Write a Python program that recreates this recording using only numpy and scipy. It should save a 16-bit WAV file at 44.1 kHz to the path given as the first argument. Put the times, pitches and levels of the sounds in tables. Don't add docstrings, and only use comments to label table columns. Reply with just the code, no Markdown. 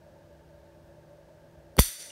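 import sys
import numpy as np
from scipy import signal
from scipy.fft import rfft, irfft
from scipy.io import wavfile

SR = 44100
rng = np.random.default_rng(int(sys.argv[2]) if len(sys.argv) > 2 else 0)


def linear_from_db(decibels):
    return 10 ** (np.asarray(decibels, float) / 20)


def bounce(signal):
    frames = np.transpose(np.atleast_2d(signal))
    limited = np.clip(frames, -1, 1)
    pcm = np.round(limited * 32767).astype(np.int16)
    wavfile.write(sys.argv[1], SR, pcm)


N = 93403
BLOW_S = 1.79073


def evened(x):
    return x / np.sqrt(np.mean(x ** 2) + 1e-20)


def read(points, hz):
    f, value = np.transpose(points)
    return np.interp(np.log(hz + 1), np.log(f + 1), value)


def add(mix, s, sound):
    part = mix[round(s * SR):][:len(sound)]
    part += sound[:len(part)]


def resonate(x, hz, width):
    turn = np.exp(2j * np.pi * hz * np.arange(len(x)) / SR)
    r = np.exp(-np.pi * width / SR)
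    return 2 * (turn * signal.lfilter([1 - r], [1, -r], x / turn)).real


def colour(x, points):
    hz = np.fft.rfftfreq(len(x), 1 / SR)
    return irfft(rfft(x) * linear_from_db(read(points, hz)), len(x))


# (frequency [Hz], level [dB per Hz])
AIR_COLOUR = [(20, -49), (60, -1), (150, -3.5), (500, -7.5), (1090, -17), (2200, -23.5), (5000, -27.5),
              (16000, -37)]
# (frequency [Hz], width [Hz], gain [dB])
PORT_DIPS = [(7400, 500, -2.5), (10300, 700, -3)]


def room_tone():
    hz = np.fft.rfftfreq(N, 1 / SR)
    dips = sum(db * np.exp(-((hz - f) / width) ** 2) for f, width, db in PORT_DIPS)
    noise = irfft(rfft(rng.standard_normal(N)) * linear_from_db(dips), N)
    return linear_from_db(-61) * evened(colour(noise, AIR_COLOUR))


# (frequency [Hz], width [Hz], level [dB])
HUM = [(68.5, 32, -63), (123, 11, -74), (411, 4.2, -74.5), (584.4, 83.4, -59), (581, 4.7, -65.5),
       (890, 51, -70.5), (1620, 220, -73.5)]
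# (frequency [Hz], level [dB])
MOTOR = [(156.5, -63), (337, -66)]


def appliance():
    out, t = np.zeros(N), np.arange(N) / SR
    for hz, width, db in HUM:
        band = resonate(rng.standard_normal(N), hz, width)
        out += linear_from_db(db) * evened(resonate(band, hz, 2 * width))
    waver = evened(resonate(rng.standard_normal(N), 0, 3.4))
    for hz, db in MOTOR:
        out += linear_from_db(db + 3 + 1.5 * waver) * np.sin(2 * np.pi * hz * t + .4 * waver)
    return out


def camera_whine():
    t, whine_hz = np.arange(N) / SR, 991.9
    whine = sum(np.sin(2 * np.pi * (k * whine_hz * t + rng.random())) for k in range(2, 16))
    return linear_from_db(-97.5) * whine


# (frequency [Hz], time to fall 60 dB [s])
ROOM_DECAY = [(700, 0.33), (1500, 1), (3000, 0.78), (6000, 0.94), (9000, 0.75), (12000, 0.49),
              (16000, 0.61)]
# (frequency [Hz], gain [dB])
ROOM_COLOUR = [(500, -8.5), (1000, -7), (2000, 2.5), (5000, 1.5), (10000, 0), (16000, -2)]


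def room():
    fill_db, early_db, early_t60 = -16, 4.5, 0.26
    hz, t, z = signal.stft(rng.standard_normal(SR // 2), SR, nperseg=512)
    peaks = sum(linear_from_db(db) ** 2 / (1 + (2 * (hz - f) / width) ** 2) for f, width, db in STEEL)
    tint = np.sqrt(peaks + linear_from_db(fill_db) ** 2) * linear_from_db(read(ROOM_COLOUR, hz))
    late = linear_from_db(-60 * t / read(ROOM_DECAY, hz)[:, None])
    early = linear_from_db(early_db - 60 * t / early_t60)
    echoes = signal.istft(z * (late + early) * tint[:, None], SR, nperseg=512)[1]
    arrival = np.clip((np.arange(len(echoes)) / SR - .006) / 0.0087, 0, 1)
    out = np.zeros(N)
    add(out, BLOW_S, linear_from_db(-16) * echoes * arrival)
    return out


# (time [s], level [dB], frequency [Hz], time to fall 60 dB [s])
KNOCKS = [(1.7677, -31, 620, .012), (1.7762, -33, -400, .06), (1.7805, -19, 332, .0154),
          (1.7832, -15, -210, .0215), (1.78795, -4.4, 257, .0124), (1.7916, -5, 362, .0214),
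          (1.79135, -1, -1050, .004), (1.79075, -2, -3100, .004), (1.7861, -21, 2900, .008),
          (1.7932, -14, 1150, .008), (1.7945, -15, 4608, .03), (2.103, -40, 2880, .022)]


def knocks():
    out, t = np.zeros(N), np.arange(SR // 4) / SR
    for s, db, hz, t60 in KNOCKS:
        onset = np.sin(np.pi / 2 * np.minimum(2.4 * abs(hz) * t, 1))
        add(out, s, linear_from_db(db - 60 * t / t60) * onset * np.sin(2 * np.pi * hz * t))
    return out


def jolt():
    hz, level_db, t60, stop_s = 50.6, -2.4, .086, .042
    sweep_turns, sweep_s = 1.53, .00214
    swell, swell_s = .88, .0045
    out, t = np.zeros(N), np.arange(SR // 4) / SR
    turns = hz * t + sweep_turns * (1 - np.exp(-t / sweep_s))
    growth = 1 + swell * (1 - np.exp(-(t / swell_s) ** 2))
    stop = np.exp(-(t / stop_s) ** 6)
    add(out, BLOW_S, growth * stop * linear_from_db(level_db - 60 * t / t60) * np.sin(2 * np.pi * turns))
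    sway_s, sway_length_s, sway_db, sway_hz = 1.8277, .075, -42, 35.4
    sway = np.sin(np.pi * np.minimum(t / sway_length_s, 1)) * np.cos(2 * np.pi * sway_hz * t)
    add(out, sway_s, linear_from_db(sway_db) * sway)
    return out


RING_HZ = [1972, 3577, 4469, 4615, 4716, 5679, 5963, 5992, 7483, 9177, 9249, 9532, 11181, 12807]
# (level [dB], time to fall 60 dB [s])
RINGS = [(-51, .6), (-47, .4), (-51, .37), (-47, .4), (-48, .4), (-49, .6), (-46, .4), (-39, .6),
         (-45, .32), (-39, .45), (-42, .45), (-41, .35), (-43, .25), (-42, .3)]


def rings():
    out, t = np.zeros(N), np.arange(SR // 2) / SR
    onset = np.minimum(t / .004, 1)
    for hz, (db, t60) in zip(RING_HZ, RINGS):
        add(out, BLOW_S, linear_from_db(db + 7 - 60 * t / t60) * onset * np.sin(2 * np.pi * hz * t))
    return out


TICK_S = [1.7673, 1.7706, 1.7790, 1.7837, 1.7859, 1.7903, 1.7908, 1.7930, 1.7953, 1.8018]
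# (level [dB], crack length [s], brightness [about 1.5 dB per octave above 1800 Hz])
TICKS = [
    (-43, 0.0014, -1),
    (-49, 0.0017, 3.5),
    (-46.5, 0.0018, -3.5),
    (-33, 0.0034, -11),
    (-29, 0.0022, -4.5),
    (-9.5, 0.00069, -5.5),
    (-14, 0.0018, -2.5),
    (-16.5, .0022, 3),
    (-14, 0.0033, 1.5),
    (-22, 0.0064, 1.5),
]
# (frequency [Hz], width [Hz], level [dB])
STEEL = [(1560, 250, -19), (1990, 69, -12.5), (3546, 150, -5.5), (4520, 94, -3.5), (4600, 190, -8),
         (5660, 150, -14), (6000, 170, -3), (7310, 110, -7.5), (8350, 230, -15), (9390, 427, 2.5),
         (11570, 240, -2.5), (12880, 240, 2), (13400, 170, -12), (15200, 390, -18)]


def steel():
    drive, t = np.zeros(N), np.arange(512) / SR
    for s, (db, length, tilt_db) in zip(TICK_S, TICKS):
        tilt = [(900, 0), (1800, -1.6 * tilt_db), (16000, 3.2 * tilt_db)]
        crack = evened(colour(rng.standard_normal(512), tilt))
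        shape = np.minimum(t / .0003, 1) * np.exp(-(t / length) ** 2)
        add(drive, s, linear_from_db(db) * crack * shape)
    ringing = sum(linear_from_db(db + 13) * resonate(drive, hz, width) for hz, width, db in STEEL)
    return linear_from_db(0.5) * drive + ringing


def scene():
    background = room_tone() + appliance() + camera_whine()
    pistol = knocks() + jolt() + rings() + steel()
    return (background + room() + pistol)[None]


def band_limit(x):
    return signal.sosfilt(signal.butter(12, 16540, fs=SR, output="sos"), x)


def record(dry):
    trip_level, duck_db, hold_s, release_s = .33, -6, .197, .018
    low_cut_hz, low_cut_share, low_cut_after_s = 200, .7, .11
    since = np.arange(N) / SR - np.argmax(abs(dry[0]) > trip_level) / SR
    drop = np.clip(since / .0003 + 1, 0, 1)
    let_go = np.clip(1 - (since - hold_s) / release_s, 0, 1)
    bass = signal.sosfiltfilt(signal.butter(2, low_cut_hz, fs=SR, output="sos"), dry)
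    low_cut = low_cut_share * np.clip((since - low_cut_after_s) / release_s, 0, 1)
    mix = (dry - low_cut * bass) * linear_from_db(duck_db * drop * let_go)
    mix = signal.oaconvolve(mix, signal.firwin(767, 15750, fs=SR)[None], "same")
    return band_limit(mix)


dry = scene()
out = record(dry)
bounce(out)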